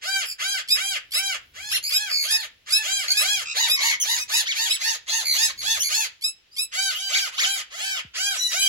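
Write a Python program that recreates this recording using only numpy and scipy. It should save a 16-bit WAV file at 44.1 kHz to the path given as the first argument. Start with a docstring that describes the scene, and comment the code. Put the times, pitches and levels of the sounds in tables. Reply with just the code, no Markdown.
"""Conures call in a timber and wire aviary, heard over outdoor air by two hand-held microphones.
First one bird repeats an arched squawk, the harmonic tone of its syrinx membranes; neighbours add peeps,
trills and chirps, and another answers from further off. From 3.5 to 6 s the squawks hurry, higher and
hoarser, and whistles join in. After a pause the easy squawks return, and a soft thump falls at 8 s.
Throughout, the roof and beams add short echoes."""
import sys
import numpy as np
from scipy import signal
from scipy.fft import rfft, irfft, next_fast_len
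from scipy.io import wavfile

SR = 44100
rng = np.random.default_rng(int(sys.argv[2]) if len(sys.argv) > 2 else 0)


def file_out(sig):
    """Save sig as 16-bit WAV at sys.argv[1]."""
    # one column per channel
    cols = np.atleast_2d(sig).T
    # limit, then scale
    lim = np.clip(cols, -1, 1)
    pcm = np.round(lim * 32767).astype(np.int16)
    wavfile.write(sys.argv[1], SR, pcm)


N = 382788

# All levels are relative. Spectrum of steady outdoor air: (frequency [Hz], level [dB])
AIR_SPECTRUM = [(20, -4.5), (60, -16), (150, -16), (400, -12), (1000, -18), (3000, -8.5), (6000, -21),
                (9000, -32.5), (16000, -57)]
# spectrum of the rumble of moving air: (frequency [Hz], level [dB])
RUMBLE_SPECTRUM = [(20, -20.5), (45, -3.5), (70, -2.5), (120, -10), (220, -16.5), (400, -20.5), (1000, -40)]
# swell and fade of that rumble: (time [s], level [dB])
RUMBLE_ENVELOPE = [(0.0, -76.5), (1.47, -67.5), (1.76, -61.5), (1.93, -75), (2.88, -71.5), (3.37, -64.5),
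                   (3.56, -70), (3.63, -61), (3.72, -70), (4.2, -64.5), (4.69, -78.5), (5.54, -65.5),
                   (5.65, -55.5), (6.25, -77.5), (7.83, -73.5), (7.9, -73.5)]
# soft thumps: (time [s], level [dB], first pitch [Hz], last pitch [Hz], decay time [s])
THUMPS = [(0.689, -51.5, 200, 224, 0.06), (3.614, -67.5, 109.7, 70.4, 0.031),
          (8.048, -37, 252, 65.5, 0.028)]
# whistles: (time [s], duration [s], first pitch [Hz], last pitch [Hz], level [dB], beak resonance [Hz])
WHISTLES = [(4.173, 0.057, 1340, 1112, -36.5, 5600), (5.657, 0.11, 1692, 1744, -33.5, 3450),
            (6.51, 0.054, 1180, 1320, -54, 4800), (6.939, 0.092, 2795, 3700, -36, 3050),
            (7.013, 0.08, 2900, 3090, -36, 2980), (8.355, 0.22, 976, 936, -34, 6200),
            (8.388, .16, 1977, 1927, -31.5, 4150), (8.607, 0.11, 2970, 3300, -25, 2960)]
# trills: (time [s], duration [s], first pitch [Hz], last pitch [Hz], level [dB])
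TRILLS = [(0.241, 0.095, 2580, 2450, -35), (1.824, 0.081, 2220, 2513, -30), (2.087, 0.2, 2460, 2142, -26.5),
          (3.079, 0.018, 2240, 2320, -25.5), (3.101, 0.029, 2230, 2290, -18.5),
          (3.443, 0.098, 1288, 1310, -33), (3.748, 0.22, 1083, 1049, -25.5),
          (3.998, 0.044, 3240, 2900, -23.5), (5.241, .14, 2264, 2095, -23.5),
          (5.574, 0.0506, 2300, 2085, -35.5), (5.791, 0.046, 2800, 3300, -25),
          (5.828, 0.063, 2265, 2190, -27.5)]
# whipping chirps: (time [s], top pitch [Hz], level [dB])
CHIRPS = [(1.705, 2120, -28), (4.453, 2340, -25.5), (4.698, 2290, -30), (7.123, 2416, -22.5),
          (7.377, 2420, -21.5)]
# peeps: (time [s], nominal pitch [Hz], level [dB])
PEEPS = [(.384, 1272, -37.5), (.675, 1272, -23.5), (1.108, 1309, -24), (1.688, 1400, -25),
         (1.894, 1272, -24), (2.278, 1271, -23), (2.694, 1304, -22), (3.142, 1302, -22), (3.669, 1286, -24),
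         (4.149, 1259, -35.5), (4.309, 1313, -25), (4.669, 1314, -27), (5.384, 1275, -27.5),
         (6.21, 1315, -28.5), (6.554, 1308, -27)]
# throat response in a peep: (frequency [Hz], level [dB])
PEEP_THROAT = [(1300, -30), (2600, -5), (3900, -5), (5150, 1), (6400, -20), (7700, -7), (9000, -7),
               (10400, -13), (12800, -20.5), (15500, -30)]
# tick and short burst that open a peep: (time from onset [s], level [dB])
PEEP_ONSET = [(0, -20), (.003, -20), (.008, -36), (.011, -8), (.02, -8), (.025, -20), (.029, 0)]
# squawks of caller and answerer: (start [s], end [s], top pitch [Hz], level [dB])
SQUAWKS = [(0.026, 0.245, 791.7, -35), (0.396, 0.606, 800.3, -34.5), (0.756, 0.972, 806, -34.5),
           (1.14, 1.359, 799.5, -34.5), (1.548, 1.785, 852.6, -44.5), (1.899, 2.119, 854, -39),
           (2.232, 2.454, 909.5, -38.5), (2.671, 2.918, 867, -42.5), (2.831, 3.054, 802.3, -35.5),
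           (3.044, 3.29, 845.4, -43.5), (3.195, 3.425, 829.6, -34.5), (3.551, 3.689, 973, -33),
           (3.796, 3.936, 962, -34), (4.042, 4.187, 970, -33.5), (4.292, 4.433, 975, -35),
           (4.544, 4.695, 942, -35), (4.8, 4.955, 937, -36), (5.076, 5.232, 930, -35),
           (5.342, 5.504, 926, -35), (5.621, 5.781, 908, -36), (5.893, 6.062, 893.5, -35.5),
           (6.728, 6.94, 788, -36), (6.94, 7.185, 782, -43.5), (7.092, 7.283, 797, -36),
           (7.321, 7.581, 868, -45), (7.413, 7.611, 795.6, -35.5), (7.713, 7.975, 871, -42.5),
           (7.78, 8.002, 780, -38), (8.149, 8.373, 807.4, -34.5), (8.514, 8.729, 806, -33)]
# throat response in an easy squawk: (frequency [Hz], level [dB])
EASY_THROAT = [(250, -64), (450, -6.5), (800, -14), (1150, -6.5), (1600, 1.5), (2400, -0.5), (3200, 2.5),
               (4000, -6), (4900, -0.5), (5700, -9.5), (6600, -5), (7700, -9), (11000, -20.5),
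               (15500, -31.5)]
# the same throat strained for a high, hurried squawk: (frequency [Hz], level [dB])
STRAINED_THROAT = [(250, -50), (450, -4), (800, -13.5), (1050, -4), (1400, -6.5), (1900, 2), (2800, -3.5),
                   (3700, 0.5), (4800, -4), (5700, -12), (6600, -1.5), (7700, -14), (11000, -21),
                   (15500, -29.5)]
# treble emphasis of the squawks: (time [s], level [dB])
SQUAWK_TREBLE = [(0, 1), (1.3, -0.5), (3.2, 4), (6.0, 7), (7.8, .5), (8.68, 5)]
# direction of the squawks as the microphones move: (time [s], left channel lag [ms])
SQUAWK_LAG = [(0, 0.44), (4.4, .43), (5.2, .28), (5.8, 0.39), (7.2, 0.35), (8.3, 0.07)]
# response of the microphones: (frequency [Hz], level [dB])
MICROPHONE_RESPONSE = [(20, -8.5), (7900, 0), (8600, -28), (9100, -13), (10000, 5.5), (12400, 4.5),
                       (13500, -18.5), (14600, 5), (16000, 5.5)]

CUTOFF_HZ, FLUTTER_HZ = 16000, 74
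EASY_HZ, PUSHED_HZ, STRAINED_HZ = 780, 823, 933   # top pitch of a squawk at three degrees of effort


def from_db(db):
    """Decibels express an amplitude ratio logarithmically."""
    return 10 ** (np.asarray(db) / 20)


def unit_rms(x):
    """Division by the root mean square gives unit power."""
    return x / np.sqrt(np.mean(x ** 2) + 1e-20)


def at_hz(spectrum, hz):
    """Interpolation on a log-frequency axis gives the level in dB."""
    knots, db = np.transpose(spectrum)
    return np.interp(np.log(np.maximum(hz, 1)), np.log(knots), db)


def coloured(x, spectrum):
    """Linear filtering multiplies a sound's spectrum by a gain curve."""
    size = next_fast_len(x.shape[-1] + SR // 10)
    gain = from_db(at_hz(spectrum, np.fft.rfftfreq(size, 1 / SR)))
    return irfft(rfft(x, size) * gain, size)[..., :x.shape[-1]]


def wobble(t, rate):
    """Random modulation of spread about 1, with `rate` new values a second."""
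    return 1.2 * np.interp(t * rate, np.arange(1024), rng.standard_normal(1024))


def clock(start, end):
    """Time base of a call: elapsed seconds t, and progress u from -1 to 1."""
    t = np.arange(max(int((end - start) * SR), 64)) / SR
    return t, 2 * t / t[-1] - 1


def gate(t, attack_s, release_s):
    """A trapezoidal envelope opens and closes the sound."""
    return np.clip(t / attack_s, 0, 1) * np.clip((t[-1] - t) / release_s, 0, 1)


def place(out, start, call, lag_ms):
    """Path difference: a call from one side reaches the left microphone later."""
    n = np.arange(len(call))
    first = max(int(start * SR), 0)
    left = np.interp(n - lag_ms * SR / 1000, n, call)
    pair = np.array([left, call])[:, :max(N - first, 0)]
    out[:, first:first + pair.shape[1]] += pair


def perch_lag_ms():
    """Scattered perches give scattered differences in arrival time."""
    return 0.2565 + 0.089 * rng.standard_normal()


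def outdoor_air(air_db=-60.5, rumble_gain_db=8.5):
    """Steady noise is incoherent between the microphones; the rumble of moving air is largely coherent."""
    air = from_db(air_db) * unit_rms(coloured(rng.standard_normal((2, N)), AIR_SPECTRUM))
    shared_noise = rng.standard_normal(N) + 0.16 * rng.standard_normal((2, N))
    rumble = unit_rms(coloured(shared_noise, RUMBLE_SPECTRUM))
    swell_db = np.interp(np.arange(N) / SR, *np.transpose(RUMBLE_ENVELOPE))
    return air + rumble * from_db(rumble_gain_db + swell_db)


def thumps(glide_s=0.009):
    """Damped oscillation: a low sinusoid slides in pitch as it decays exponentially."""
    out = np.zeros((2, N))
    for start, level_db, first_hz, last_hz, decay_s in THUMPS:
        t, _ = clock(start, start + 0.22)
        pitch = last_hz + (first_hz - last_hz) * np.exp(-t / glide_s)
        ring = np.sin(2 * np.pi * np.cumsum(pitch) / SR) * np.exp(-t / decay_s)
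        place(out, start, from_db(level_db) * ring * gate(t, 0.0028, .02), lag_ms=0)
    return out


def aviary(dry, early_db=-10, tail_db=-17, far_db=-38):
    """Reverberation: roof and beams scatter quick echoes; a duller tail leaks away through the mesh."""
    t = np.arange(SR) / SR
    def echoes(spectrum, t60):
        noise = coloured(rng.standard_normal((2, SR)), spectrum)
        decay = from_db(-60 * t / t60) * (t > .002)
        return noise * decay * np.sqrt(2 * np.log(1000) / (t60 * SR))
    bright = [(300, 17.5), (4000, 13.5), (12000, 18.5)]
    dull = [(300, 17.0), (3000, 15.0), (6000, 8), (12000, -2.0)]
    response = from_db(early_db) * echoes(bright, t60=0.083)
    response += from_db(tail_db) * echoes(dull, t60=0.28) + from_db(far_db) * echoes(dull, t60=0.6)
    return dry + signal.fftconvolve(dry, response, axes=1)[:, :N]


def syrinx(t, pitch, throat, rough, harmonics, jitter=0.04, shimmer=0.62, flicker_db=3):
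    """Source and filter: the throat shapes membrane harmonics; roughness shakes period and amplitude."""
    waver = .0055 * wobble(t, 35) + (.001 + .028 * rough) * wobble(t, 170)
    pitch = pitch * (1 + waver + jitter * rough * wobble(t, 900))
    phase = 2 * np.pi * np.cumsum(pitch) / SR
    call = 0
    for k in range(1, harmonics + 1):
        level_db = throat(k * pitch) + flicker_db * wobble(t, 27.14)
        call = call + from_db(level_db) * (k * pitch < CUTOFF_HZ) * np.sin(k * phase)
    return np.sqrt(2) * call * (1 + shimmer * rough * wobble(t, 500))


def beak(centre_hz, octaves, skirt_db):
    """Cavity resonance: the open beak has one peak, of half-width `octaves`, over a weak broad skirt."""
    def response_db(hz):
        peak = 1 / (1 + (np.log2(hz / centre_hz) / octaves) ** 2)
        skirt = from_db(skirt_db) / (1 + (hz / 12000) ** 4)
        return 20 * np.log10(peak + skirt)
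    return response_db


def whistles(arch=0.016):
    """Resonance favours the harmonic nearest the beak's peak in each slow, slightly arched glide."""
    out = np.zeros((2, N))
    for start, duration, first_hz, last_hz, level_db, beak_hz in WHISTLES:
        t, u = clock(start, start + duration)
        pitch = np.interp(u, [-1, 1], [first_hz, last_hz]) * (1 + arch * (.5 - u ** 2))
        call = syrinx(t, pitch, beak(beak_hz, octaves=0.11, skirt_db=-19), rough=0.092, harmonics=13)
        place(out, start, unit_rms(call * gate(t, 0.013, 0.015)) * from_db(level_db), perch_lag_ms())
    return out


def trills(swing=0.071, throb_db=5.5):
    """Frequency and amplitude modulation: one fast flutter swings the pitch and chops the note."""
    out = np.zeros((2, N))
    for start, duration, first_hz, last_hz, level_db in TRILLS:
        t, u = clock(start, start + duration)
        flutter = 2 * np.pi * FLUTTER_HZ * t + .5 * wobble(t, 38.7)
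        pitch = np.interp(u, [-1, 1], [first_hz, last_hz]) * (1 + swing * np.cos(flutter))
        throat = beak(1.96 * (first_hz + last_hz) / 2, octaves=0.25, skirt_db=-11.5)   # near harmonic 2
        call = syrinx(t, pitch, throat, rough=0.2, harmonics=6)
        envelope = from_db(-throb_db * np.cos(flutter + 1.46)) * gate(t, 0.22 * t[-1], 0.13 * t[-1])
        place(out, start, unit_rms(call * envelope) * from_db(level_db), perch_lag_ms())
    return out


def chirps(rise_s=.041, fall_s=.047, drop=0.66):
    """A frequency sweep whips up to a sharp turn and back, drawing harmonics through the beak's peak."""
    out = np.zeros((2, N))
    resonance = beak(2960, octaves=.4, skirt_db=-20)
    throat = lambda hz: resonance(hz) - 12 * (hz > 7500)
    for start, top_hz, level_db in CHIRPS:
        t, _ = clock(start, start + rise_s + fall_s)
        from_turn = np.interp(t, [0, rise_s, t[-1]], [1, 0, 1])
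        call = syrinx(t, top_hz * (1 - drop * from_turn ** 1.2), throat, rough=0.039, harmonics=7)
        place(out, start, unit_rms(call * gate(t, 0.024, 0.03)) * from_db(level_db), perch_lag_ms())
    return out


def peeps(duration_s=0.092, scoop=0.3, tighten_s=.021, fade_db_per_s=40):
    """Tension raises frequency: as the membranes tighten, a rough stutter scoops up to a clean note."""
    out = np.zeros((2, N))
    throat = lambda hz: at_hz(PEEP_THROAT, hz)
    for start, nominal_hz, level_db in PEEPS:
        t, _ = clock(start, start + duration_s)
        slack = np.exp(-t / tighten_s)
        pitch = nominal_hz * (1.012 - scoop * slack)
        call = syrinx(t, pitch, throat, rough=0.077 + 0.75 * slack, harmonics=12)
        stutter_db = np.interp(t, *np.transpose(PEEP_ONSET))
        envelope_db = level_db + stutter_db - fade_db_per_s * (t - t.mean()) + wobble(t, 127)
        place(out, start, call * gate(t, .001, .007) * from_db(envelope_db), lag_ms=0.17)
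    return out


def squawk_arch(u, top_hz, drop=0.48):
    """Pressure lifts the pitch about an octave and lets it fall; effort rounds and delays the peak."""
    roundness = np.interp(top_hz, [EASY_HZ, PUSHED_HZ], [.1, .28])
    lean = np.interp(top_hz, [EASY_HZ, PUSHED_HZ], [-0.01573, .035])
    inner = np.clip(u, -1, 1)
    arch = 1 + lean * inner - roundness * inner ** 2 - (drop - roundness) * inner ** 6
    return top_hz * (arch - 0.798 * np.abs(u - inner))


def squawks(slack_db=-7, slack_treble_db=-4, rasp=0.2, swing=0.029, margin_s=.016):
    """Irregular vibration is heard as hoarseness; it grows with strain and at each call's slack ends."""
    out = np.zeros((2, N))
    for start, end, top_hz, level_db in SQUAWKS:
        t, u = clock(start - margin_s, end + margin_s)
        u = u * t[-1] / (end - start)   # the margins lie beyond -1 and 1
        slack = np.abs(u) ** 1.79
        strain = np.interp(top_hz, [PUSHED_HZ, STRAINED_HZ], [0, 1])
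        flutter = np.sin(2 * np.pi * FLUTTER_HZ * t + wobble(t, 40.75))
        pitch = squawk_arch(u, top_hz) * (1 + swing * strain * flutter)
        rough = 0.068 + .33 * strain + 0.3 * np.minimum(slack, 1)
        treble_db = np.interp(start, *np.transpose(SQUAWK_TREBLE)) + slack_treble_db * slack
        def throat(hz):
            formants_db = (1 - strain) * at_hz(EASY_THROAT, hz) + strain * at_hz(STRAINED_THROAT, hz)
            return formants_db + treble_db * np.clip(np.log2(hz / 2800) * 2, 0, 1)
        voice = syrinx(t, pitch, throat, rough, harmonics=26)
        puffs = 1 + np.cos(2 * np.pi * np.cumsum(pitch) / SR)   # turbulence escapes once each cycle
        hiss = unit_rms(coloured(rng.standard_normal(SR // 2), EASY_THROAT))[:len(t)]
        call = voice + rasp * rough * puffs * hiss
        envelope = from_db(level_db + slack_db * slack - 0.2 * u) * gate(t, 0.027, 0.023)
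        place(out, start - margin_s, call * envelope, np.interp(start, *np.transpose(SQUAWK_LAG)))
    return signal.sosfilt(signal.butter(4, 520, "high", fs=SR, output="sos"), out)


def scene():
    """Direct sound dominates near a source: the close peeps, chirps and trills are the driest calls."""
    small_beak = signal.butter(3, 1330, "high", fs=SR, output="sos")   # a poor radiator of low notes
    flock = aviary(squawks() + signal.sosfilt(small_beak, whistles()))
    trilling = from_db(1.5) * signal.sosfilt(small_beak, trills())
    neighbours = from_db(-0.5) * (peeps() + chirps() + trilling)
    close = aviary(neighbours, early_db=-15, tail_db=-24.5, far_db=-47)
    return flock + close + thumps() + outdoor_air()


def record(dry):
    """Frequency response: the microphone ports carve two treble notches, and a low-pass cuts the top."""
    low_pass = signal.ellip(8, .1, 60, CUTOFF_HZ, fs=SR, output="sos")
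    return signal.sosfiltfilt(low_pass, coloured(dry, MICROPHONE_RESPONSE))


dry = scene()
out = record(dry)
file_out(out)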